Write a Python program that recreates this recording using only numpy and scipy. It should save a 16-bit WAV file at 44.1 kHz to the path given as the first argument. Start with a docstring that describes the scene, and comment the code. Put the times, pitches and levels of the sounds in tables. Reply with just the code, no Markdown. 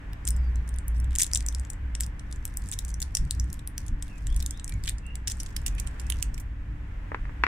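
"""Plastic jar opened in a garden

A small jar is turned and opened close to a microphone; lid and nails tick, crackle and scrape.
Snaps, noise rings and friction noise pass through the resonances of its walls.
Shaped noise makes wind buffeting and a far town; wavering sines make the mount's swing and the hum.
A distant bird sings in gliding sines; at the end a hand knocks on the camera's shell."""
import sys
import numpy as np
from scipy import signal
from scipy.fft import rfft, irfft, next_fast_len
from scipy.io import wavfile
from scipy.ndimage import uniform_filter1d, map_coordinates

SR = 44100
rng = np.random.default_rng(int(sys.argv[2]) if len(sys.argv) > 2 else 0)


def store_wav(level_fs):
    """Save 16-bit WAV to argv[1]."""
    pcm = np.round(np.clip(np.atleast_2d(level_fs), -1, 1) * 32767)
    wavfile.write(sys.argv[1], SR, pcm.T.astype(np.int16))


N = 329427

# response of the jar's walls: (frequency [Hz], gain [dB])
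JAR_WALLS = [(500, -44), (1300, -25.5), (1900, -9), (2600, -12.5), (3500, -6.5), (4300, -7.5), (5700, 0.5),
             (6800, 1.5), (7900, 5.5), (10000, 1), (10800, -5.5), (15000, -12), (16500, -32.5)]


def amp(db):
    """Amplitude from dB."""
    return 10 ** (np.asarray(db) / 20)


def unit(x):
    """Scale to rms 1."""
    return x / np.sqrt(np.mean(x ** 2) + 1e-20)


def along(points, hz):
    """Interpolate (frequency [Hz], value) points on a log frequency axis."""
    f, v = np.transpose(points)
    return np.interp(np.log(hz + 1), np.log(f + 1), v)


def curves(rows):
    """One value per sample for each column after the time [s]."""
    s, *cols = np.transpose(rows)
    return [np.interp(np.arange(N) / SR, s, c) for c in cols]


def wobble(knots_per_s):
    """Smooth random curve: a spline through normal random knots."""
    knots = rng.standard_normal(int(N * knots_per_s / SR) + 4)
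    return map_coordinates(knots, [np.arange(N) * knots_per_s / SR])


def filtered(x, response):
    """Multiply the spectrum of x by a response of frequency."""
    m = next_fast_len(N + SR // 2)
    return irfft(rfft(x, m) * response(np.fft.rfftfreq(m, 1 / SR)), m)[..., :N]


def rush(spectrum, alike):
    """Stereo noise of rms 1; the mid/side balance sets left-right likeness by frequency."""
    def mid_side_gains(hz):
        angle = np.arccos(np.clip(along(alike, hz), -1, 1)) / 2
        return amp(along(spectrum, hz)) * [np.cos(angle), np.sin(angle)]

    mid, side = filtered(rng.standard_normal((2, N)), mid_side_gains)
    return unit(np.array([mid + side, mid - side]))


def strike(force, colour_db, lead_s, size=4096):
    """Stereo force through a minimum-phase colour; a positive lead puts the left first."""
    hz = np.fft.rfftfreq(size, 1 / SR)
    # folding the cepstrum makes the filter causal
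    cepstrum = irfft(colour_db(hz) * np.log(10) / 20)
    cepstrum[1:size // 2] *= 2
    cepstrum[size // 2 + 1:] = 0
    y = irfft(rfft(force, size) * np.exp(rfft(cepstrum)))
    y[1] = np.roll(y[1], round(lead_s * SR))
    energy = np.sum(y ** 2, axis=1, keepdims=True)
    return y / np.sqrt(energy / (.005 * SR))  # rms 1 if packed into 5 ms


def add(track, s, sound, pan_db):
    """Mix a stereo sound in at time s; positive pan is louder on the left."""
    gains = unit(amp([[pan_db / 2], [-pan_db / 2]]))
    part = track[:, round(s * SR):][:, :sound.shape[1]]
    part += (gains * sound)[:, :part.shape[1]]


def spells(rows, attack_s, release_s):
    """Gain of (start [s], length [s], level [dB]) events with linear fades; overlaps add in power."""
    t, power = np.arange(N) / SR, np.zeros(N)
    for s, length_s, db in rows:
        fades = np.minimum((t - s) / attack_s, (s + length_s - t) / release_s)
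        gate = np.clip(.5 + fades, 0, 1)
        power += (amp(db) * gate) ** 2
    return np.sqrt(power)


def yard(x, delay_s=0.0045):
    """Wall and hedges scatter sound into a short decaying noise tail, different on each side."""
    # (frequency [Hz], t60 [s])
    decay = [(300, 0.073), (2000, 0.23), (8000, 0.15), (16000, 0.088)]
    hz, t, z = signal.stft(rng.standard_normal((2, SR // 2)), SR, nperseg=256)
    z = z * amp(-60 * t / along(decay, hz)[:, None])
    tail = signal.istft(z, SR, nperseg=256)[1]
    tail = np.pad(tail / np.linalg.norm(tail[0]), ((0, 0), (round(delay_s * SR), 0)))
    return signal.fftconvolve(np.atleast_2d(x), tail, axes=1)[:, :N]


def town(trim_db=5.5, hum_hz=292, hum_db=-62):
    """Far traffic as shaped stereo noise, with a faint hum wavering in level and phase."""
    # traffic colour: (frequency [Hz], gain [dB])
    traffic_spectrum = [(100, -13.5), (230, 3.5), (320, -1), (400, -3.5), (680, -7), (1000, -4.5),
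                        (1250, -7.5), (1750, -3), (2400, -10.5), (3200, -17.5), (4300, -27.5), (8000, -30),
                        (11000, -38), (16000, -40)]
    # traffic level: (time [s], level before trim [dB])
    traffic_level = [(0.0, -56), (0.63, -56), (3.32, -58.5), (3.44, -59), (5.24, -58.5), (6.03, -54),
                     (6.55, -60), (7.1, -56)]
    # stereo width: (frequency [Hz], left-right likeness [0..1])
    likeness = [(100, 1), (250, 0.79), (500, 0), (1000, 0), (2000, 0.092), (8000, 0.045)]
    level_db, = curves(traffic_level)
    traffic = amp(level_db + trim_db) * rush(traffic_spectrum, likeness)
    phase = 2 * np.pi * hum_hz * np.arange(N) / SR + wobble(12)
    hum = amp(hum_db + 2.6 * wobble(4)) * unit(np.sin(phase))
    return traffic + hum


def bird(waver=0.0243, arch=0.056):
    """Whistled sine glides, arched in pitch and level, with a slight quaver."""
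    # (start [s], length [s], start pitch [Hz], end pitch [Hz], level before distance gain [dB])
    notes = [(0.219, 0.2, 4800, 4870, -63), (.4, .1, 4600, 4400, -68), (.535, .06, 4000, 3820, -71),
             (4.056, 0.14, 2730, 2260, -59.5), (4.255, 0.096, 2900, 3460, -59),
             (4.481, 0.13, 2990, 3840, -60), (4.655, .14, 2293, 2040, -61), (5.017, 0.127, 2608, 2750, -51),
             (5.646, .22, 2460, 2210, -64), (5.95, .28, 2280, 2750, -64)]
    song, quaver = np.zeros(N), 1 + waver * wobble(220)
    for s, length_s, start_hz, end_hz, db in notes:
        u = np.linspace(0, 1, round(length_s * SR))
        span = round(s * SR) + np.arange(len(u))
        glide_hz = start_hz + (end_hz - start_hz) * u
        pitch_hz = glide_hz * (1 + arch * np.sin(np.pi * u)) * quaver[span]
        whistle = np.sin(2 * np.pi * np.cumsum(pitch_hz) / SR)
        song[span] += amp(db) * unit(np.sin(np.pi * u) * whistle)
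    return song


def wind(mount_hz=60, mount_trim_db=-1):
    """Gusts over a steady breeze buffet the microphone; its mount swings at one low resonance."""
    # (start [s], length [s], buffet level [dB], flutter level [dB])
    gusts = np.array([(.27, 0.41, -41, -43), (0.965, 0.17, -36, -40), (2.63, .08, -36, -41.5),
                      (3.195, 0.083, -22, -32), (3.34, 0.19, -38, -38), (3.899, 0.051, -23.5, -34.5),
                      (4.233, 0.21, -29, -41.5), (4.722, 0.066, -24, -35), (5.543, 0.36, -34.5, -44.5),
                      (6.035, 0.39, -34, -44.5), (6.705, 0.074, -38, -38.5), (7.214, 0.1, -30.5, -47.5)])
    # spells of mount swing: (start [s], length [s], level before trim [dB])
    swings = [(.26, 0.37, -24), (.66, 0.14, -28.5), (.88, .28, -24), (1.3, 0.34, -29), (1.8, 0.29, -30.5),
              (2.24, 0.18, -35), (2.83, 0.26, -32.5), (3.34, 0.15, -25.5), (4.2, .33, -32),
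              (4.65, 0.764, -37.5), (5.55, 0.7, -36.5), (6.02, 0.28, -32), (6.3, 0.66, -38),
              (7.38, 0.068, -28.5)]
    # low rumble colour: (frequency [Hz], gain [dB])
    buffet_spectrum = [(8, -14.5), (18, 2), (30, -0.5), (46, 5.5), (56, -4.5), (80, -10.5), (200, -72),
                       (600, -130)]
    # higher rumble colour: (frequency [Hz], gain [dB])
    flutter_spectrum = [(50, -41.5), (75, -2.5), (97, 3), (118, -5.5), (150, -6), (180, -12), (230, -16),
                        (300, -22.5), (500, -50.5), (2500, -120)]
    gust_attack_s, gust_release_s = 0.053, 0.059
    swing_attack_s, swing_release_s = 0.099, 0.051
    # steady floor between the gusts; the swing floor is before trim
    breeze_buffet_db, breeze_flutter_db, breeze_swing_db = -36.5, -43.5, -45

    gust_buffet = spells(gusts[:, [0, 1, 2]], gust_attack_s, gust_release_s)
    gust_flutter = spells(gusts[:, [0, 1, 3]], gust_attack_s, gust_release_s)
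    buffet_gain = np.hypot(amp(breeze_buffet_db), gust_buffet)
    flutter_gain = np.hypot(amp(breeze_flutter_db), gust_flutter)
    shake = np.hypot(amp(breeze_swing_db), spells(swings, swing_attack_s, swing_release_s))

    phase = 2 * np.pi * mount_hz * np.arange(N) / SR + 0.9 * wobble(9)
    mount = shake * amp(mount_trim_db + wobble(28)) * unit(np.sin(phase))
    buffet = buffet_gain * rush(buffet_spectrum, [(30, np.cos(.11))])
    flutter = flutter_gain * rush(flutter_spectrum, [(80, 1.0), (250, 0.9)])
    return mount + buffet + flutter


def knocks(rattle=0.066, t60_s=0.034, size=2048):
    """Each touch is one push and a short noise rattle through the camera's shell."""
    # (time [s], level [dB], dullness [dB per octave, 600-3500 Hz], left over right [dB])
    touches = [(7.1183, -29.5, 11, 0), (7.146, -26, 3.5, 1), (7.254, -43, 0.5, -1.5),
               (7.294, -43.5, 4.5, -3.5), (7.4374, -14, -1, 2.5), (7.4667, -21.5, -1, 5)]
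    # shell response: (frequency [Hz], gain [dB])
    shell = [(100, -24), (300, -5), (450, -8.5), (680, -12), (1000, 2.5), (1400, -1.5), (1800, 4.5),
             (2600, -5.5), (3100, -18.5), (4000, -23.5), (5000, -25), (7200, -39), (10000, -52),
             (16000, -73.5)]
    out, t = np.zeros((2, N)), np.arange(size) / SR
    for s, db, dull_db, pan_db in touches:
        force = rattle * rng.standard_normal((2, size)) * amp(-60 * t / t60_s)
        force[:, 0] = -1  # the push

        def colour_db(hz):
            return along(shell, hz) - dull_db * np.log2(np.clip(hz, 600, 3500) / 1000)

        add(out, s, amp(db) * strike(force, colour_db, lead_s=.00008), pan_db)
    return out


def rubbing():
    """How hard fingers and thread slide, as a gain."""
    # (start [s], length [s], strength before scrape trim [dB])
    strokes = [(.33, .45, -69), (.92, .3, -75.5), (1.3, .13, -57), (1.48, .26, -65), (2.27, .33, -63),
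               (2.6, .32, -59), (3.04, .58, -62), (3.77, .14, -58), (4.0, .57, -60), (4.7, .17, -64),
               (5.05, .1, -73), (5.32, .22, -56), (5.6, .52, -61), (6.15, .07, -49), (6.3, .12, -72)]
    return spells(strokes, attack_s=.05, release_s=.06)


def scrape(trim_db=-5, grain_db=6.0, grains_per_s=900):
    """Sliding plastic sheds tiny uneven slips, heard as grainy noise through the jar's walls."""
    sizes = amp(grain_db * np.minimum(rng.exponential(size=N), 3))
    slips = (rng.random(N) < grains_per_s / SR) * sizes
    spread = np.sqrt(np.abs(uniform_filter1d(slips ** 2, size=40)))
    friction = spread * rng.standard_normal((2, N))
    light_touch = [(2000, -3), (4500, 4.5), (8000, -7.5), (16000, -2.0)]  # (Hz, dB)
    coloured = filtered(friction, lambda hz: amp(along(JAR_WALLS, hz) + along(light_touch, hz)))
    return rubbing() * amp(trim_db) * unit(coloured)


def crackles(t60_s=0.013, ring_hz=4200, ring_octaves=.75, scatter_db=3.0, edge_db=0, count=7):
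    """The thread sticks and lets go in quick runs of uneven slips, returned as tick rows."""
    # (start [s], length [s], median slip level [dB], body gain [dB])
    runs = [(0.269, 0.018, -40, -5), (0.947, 0.039, -56.5, 4.5), (1.104, 0.046, -55.5, 13.5),
            (1.19, 0.037, -29.5, 1.5), (1.219, 0.029, -36.5, 7), (1.353, 0.012, -37.5, -1),
            (2.012, .035, -46, 4), (2.609, .09, -50, 0), (2.723, .018, -37, 5), (2.879, 0.038, -48.5, -2),
            (4.325, .1, -46, 8.5), (4.852, .05, -38.5, 15), (5.305, 0.014, -38.5, 2)]
    rows = []
    for s, length_s, db, body_db in runs:
        times = s + length_s * (np.arange(count) + rng.random(count)) / count
        for at, (force, place) in zip(times, rng.standard_normal((count, 2))):
            slip_hz = ring_hz * 2 ** (ring_octaves * place)
            rows.append((at, db + scatter_db * force, t60_s, slip_hz, body_db, edge_db))
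    return rows


def nail_ticks(level_db=-49.0, scatter_db=3, t60_s=.012, ring_hz=6800, ring_octaves=0.63,
               body_db=4, edge_db=1, crowding=0.41, count=52):
    """Faint random ticks, denser under harder rubbing, returned as tick rows."""
    travel = np.cumsum(rubbing() ** crowding)
    marks = travel[-1] * (np.arange(count) + rng.random(count)) / count
    times = np.searchsorted(travel, marks) / SR
    rows = []
    for s, (force, place) in zip(times, rng.standard_normal((count, 2))):
        tick_hz = ring_hz * 2 ** (ring_octaves * place)
        rows.append((s, level_db + scatter_db * force, t60_s, tick_hz, body_db, edge_db))
    return rows


def ticks(snap=0.6, snap_t60_s=0.0068, alike_s=0.00098, lead_in_db=-21, lead_in_s=.014,
          resonance_db=8.5, octaves=.21, body_hz=4300, edge_hz=10500, pan_scatter_db=1.5, size=2400):
    """Each slip is a sharp snap, then a dense ring that the walls radiate differently to each side."""
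    # lid snaps and taps:
    # (time [s], level [dB], ring t60 [s], resonance [Hz], body gain [dB], edge gain [dB])
    lid_ticks = [(.1327, -46.5, .007, 2800, 14, 12), (.253, -36, 0.0033, 7800, -8, 5),
                 (.276, -24.5, .015, 10900, -1.5, -6.5), (0.2882, -29, 0.0055, 13600, -8, 9.5),
                 (0.306, -28.5, .0056, 8800, -17, 5), (.3643, -45.5, .016, 8100, 0, 6),
                 (.691, -41, 0.0071, 8800, 5, 8), (.762, -49, .009, 9400, 18, 15),
                 (0.7865, -37.5, 0.0068, 10300, 5, -1.5), (0.8816, -34.5, .006, 9700, -20, 17.5),
                 (1.0013, -43.5, .006, 5600, -1, 12), (1.1537, -28, .005, 7900, 2, 5.5),
                 (1.1597, -29, 0.0083, 9600, 7.5, 0.5), (1.186, -21, .003, 6840, -8, 2.5),
                 (1.1994, -23.5, .004, 7900, -7, -2.5), (1.2082, -27, 0.0058, 8000, -4, -1.5),
                 (1.2171, -20, .014, 3420, -14, -4), (1.2218, -18.5, .003, 11700, -19, -11),
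                 (1.2325, -21, .011, 3320, -7, 4.5), (1.2655, -34, .014, 7260, 3, 0),
                 (1.315, -41, .009, 2200, 8, -7), (1.3345, -21.5, .005, 5130, -8, -5.5),
                 (1.3488, -21, .004, 7000, -13, -11), (1.3569, -23, 0.02, 3450, 2.5, -12),
                 (1.374, -27, 0.0057, 14000, -9, -7), (1.4067, -37, .006, 4200, 6, -9),
                 (1.4641, -29.5, 0.0074, 7400, 4, 6), (1.486, -27, .01, 5870, 5.5, 2.5),
                 (1.5488, -33, 0.003, 5200, -4, -5.5), (1.5971, -38.5, 0.0093, 8200, -6, -2),
                 (1.6504, -45.5, .008, 7000, 14.5, 0), (1.7015, -32, .013, 8450, -4.5, 1),
                 (1.9514, -32, 0.0085, 5230, 5, -15), (2.002, -39, 0.014, 7800, 13, 5),
                 (2.0075, -23.5, 0.005, 8200, 5, 8.5), (2.035, -36.5, .007, 4940, 3, -1),
                 (2.064, -42.5, 0.0081, 14050, -7, -4), (2.1951, -44, .013, 3200, 4, -12),
                 (2.3261, -39, 0.012, 10800, 7.5, -12), (2.4536, -29, .005, 12100, 1.5, 8.5),
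                 (2.5714, -28.5, 0.0084, 14100, -22, 3.5), (2.6885, -39, .008, 7800, 5, 6),
                 (2.7155, -30, 0.0076, 7850, -6, 4), (2.7892, -29, 0.015, 3780, 0, 6),
                 (2.8498, -37.5, .008, 2300, -14, -1.5), (2.9418, -36.5, .009, 5860, -13, -2),
                 (3.0023, -35.5, .015, 7200, 4, 4), (3.0184, -29.5, .014, 14000, 2, -10.5),
                 (3.0263, -29, 0.011, 4300, 0, -1), (3.151, -20, 0.012, 5600, 0, -3),
                 (3.17, -25, 0.021, 5200, 5, 3), (3.3095, -23.5, .006, 4230, 1, 0),
                 (3.3987, -30.5, .004, 6000, -14, 0.5), (3.5291, -36, 0.009, 11000, -4, 8),
                 (3.5925, -45.5, .017, 3800, 10, 0), (3.6749, -31.5, .0065, 9300, -1, 16.5),
                 (3.78, -30.5, 0.0092, 5350, 11.5, 11), (3.882, -42, 0.017, 6400, 3.5, 2),
                 (4.0246, -34, 0.018, 8150, 7, 3), (4.2696, -35, 0.009, 7700, 10.5, -0.5),
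                 (4.3639, -33.5, 0.006, 9000, 1, 4), (4.4023, -38.5, .009, 5100, 8, 2),
                 (4.4265, -34, 0.0058, 3700, 0, 8), (4.4625, -28.5, 0.0093, 3500, -7, 1),
                 (4.5088, -32, .008, 2300, -7.5, 1), (4.5972, -40, 0.0091, 8000, 15.5, -9),
                 (4.6444, -34, 0.0057, 13600, -8, -9), (4.6787, -37, 0.011, 2400, 1, -4),
                 (4.694, -38, 0.018, 9900, 12, 7), (4.7232, -41, 0.01, 2310, 22, 1),
                 (4.8382, -37, .009, 4700, 9, 7), (4.877, -28.5, 0.026, 4600, 23, 2),
                 (4.8944, -27, 0.0096, 14000, 5, -2.5), (4.9836, -45, .013, 4500, -7, -22),
                 (5.1547, -36.5, 0.016, 2170, 4.5, -1), (5.2737, -26, 0.052, 5560, 8, -7),
                 (5.2799, -26.5, 0.0096, 2480, -1, 0.5), (5.2994, -33, 0.019, 5300, 4, 1),
                 (5.4007, -31.5, 0.042, 5550, 3, -1), (5.4329, -39, 0.0096, 10800, 4, 3),
                 (5.462, -40.5, 0.029, 12900, 11, -18), (5.5646, -28, 0.018, 4800, 9.5, 4),
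                 (5.6633, -24.5, 0.038, 2740, 2.5, 6.5), (5.6803, -32.5, 0.017, 6300, 6, 0),
                 (5.7816, -37.5, 0.11, 2400, 18, -8), (5.7987, -30.5, 0.019, 4280, -11, 4.5),
                 (5.8727, -35.5, 0.016, 8500, 15, -3), (5.998, -37.5, 0.029, 11600, 8, -6),
                 (6.1009, -24.5, 0.014, 10000, 13.5, 11.5), (6.1229, -31, 0.011, 2900, 11, 0),
                 (6.2267, -23.5, 0.011, 2630, 5, 6.5), (6.3418, -47.5, .017, 2300, -4, 1),
                 (6.379, -41, 0.027, 2300, 13.5, 8.5), (6.3991, -42, 0.053, 2200, -2, 11)]
    # where the hands hold the jar: (time [s], left over right before scatter [dB])
    jar_pan = [(.27, 1.5), (.9, -3), (1.2, 1.5), (1.7, 5.5), (2.05, 1), (3.2, 0.5), (4.7, 0), (5.3, -1),
               (6.1, -8.5), (6.4, -3.5)]
    out, start = np.zeros((2, N)), size // 5
    t = (np.arange(size) - start) / SR
    shared = np.exp(-np.abs(t) / alike_s)  # both ports hear the same first wave
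    for s, db, t60_s, ring_hz, body_db, edge_db in lid_ticks + crackles() + nail_ticks():
        pan_db = np.interp(s, *np.transpose(jar_pan)) + pan_scatter_db * rng.standard_normal()
        noise = rng.standard_normal((3, size))
        force = np.sqrt(shared) * noise[0] + np.sqrt(1 - shared) * noise[1:]
        # faint fade-in (60 dB per lead_in_s), then the ring's decay
        force *= amp(np.where(t < 0, lead_in_db + 60 * t / lead_in_s, -60 * t / t60_s))
        force /= np.linalg.norm(force, axis=1, keepdims=True)
        # shorter ticks have more snap against their ring
        force[:, start] = snap * min(snap_t60_s / t60_s, 2)

        # the place of contact decides which parts of the wall ring most
        def colour_db(hz):
            body = body_db / (1 + (hz / body_hz) ** 8)
            edge = edge_db * (1 - 1 / (1 + (hz / edge_hz) ** 12))
            peak = resonance_db * np.exp(-(np.log2((hz + 1) / ring_hz) / octaves) ** 2)
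            return along(JAR_WALLS, hz) + body + edge + peak

        lead_s = -.00003 + .00003 * min(pan_db, 0)  # right-hand ticks reach the left port later
        add(out, s + t[0], amp(db) * strike(force, colour_db, lead_s), pan_db)
    return out


def scene(wet_db=-16, near_echo_db=-23, near_delay_s=0.0063):
    """Close, nearly dry jar with one echo off a nearby surface; the far bird has a strong tail."""
    jar, song, touch = ticks() + scrape(), bird(), knocks()
    echo = amp(near_echo_db) * np.roll(jar, round(near_delay_s * SR), axis=1)
    close_jar = jar + echo + amp(wet_db) * yard(jar)
    close_touch = touch + amp(-16) * yard(touch)
    far_bird = amp(-7.5) * song + amp(-4.0) * yard(song)
    return close_jar + close_touch + far_bird + wind() + town()


def record(dry, ceiling=1.0, top_hz=16900):
    """The camera rounds off the highest peaks and keeps nothing above its band limit."""
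    rounded = dry / (1 + (dry / ceiling) ** 6) ** (1 / 6)
    return filtered(rounded, lambda hz: hz < top_hz)


dry = scene()
out = record(dry)
store_wav(out)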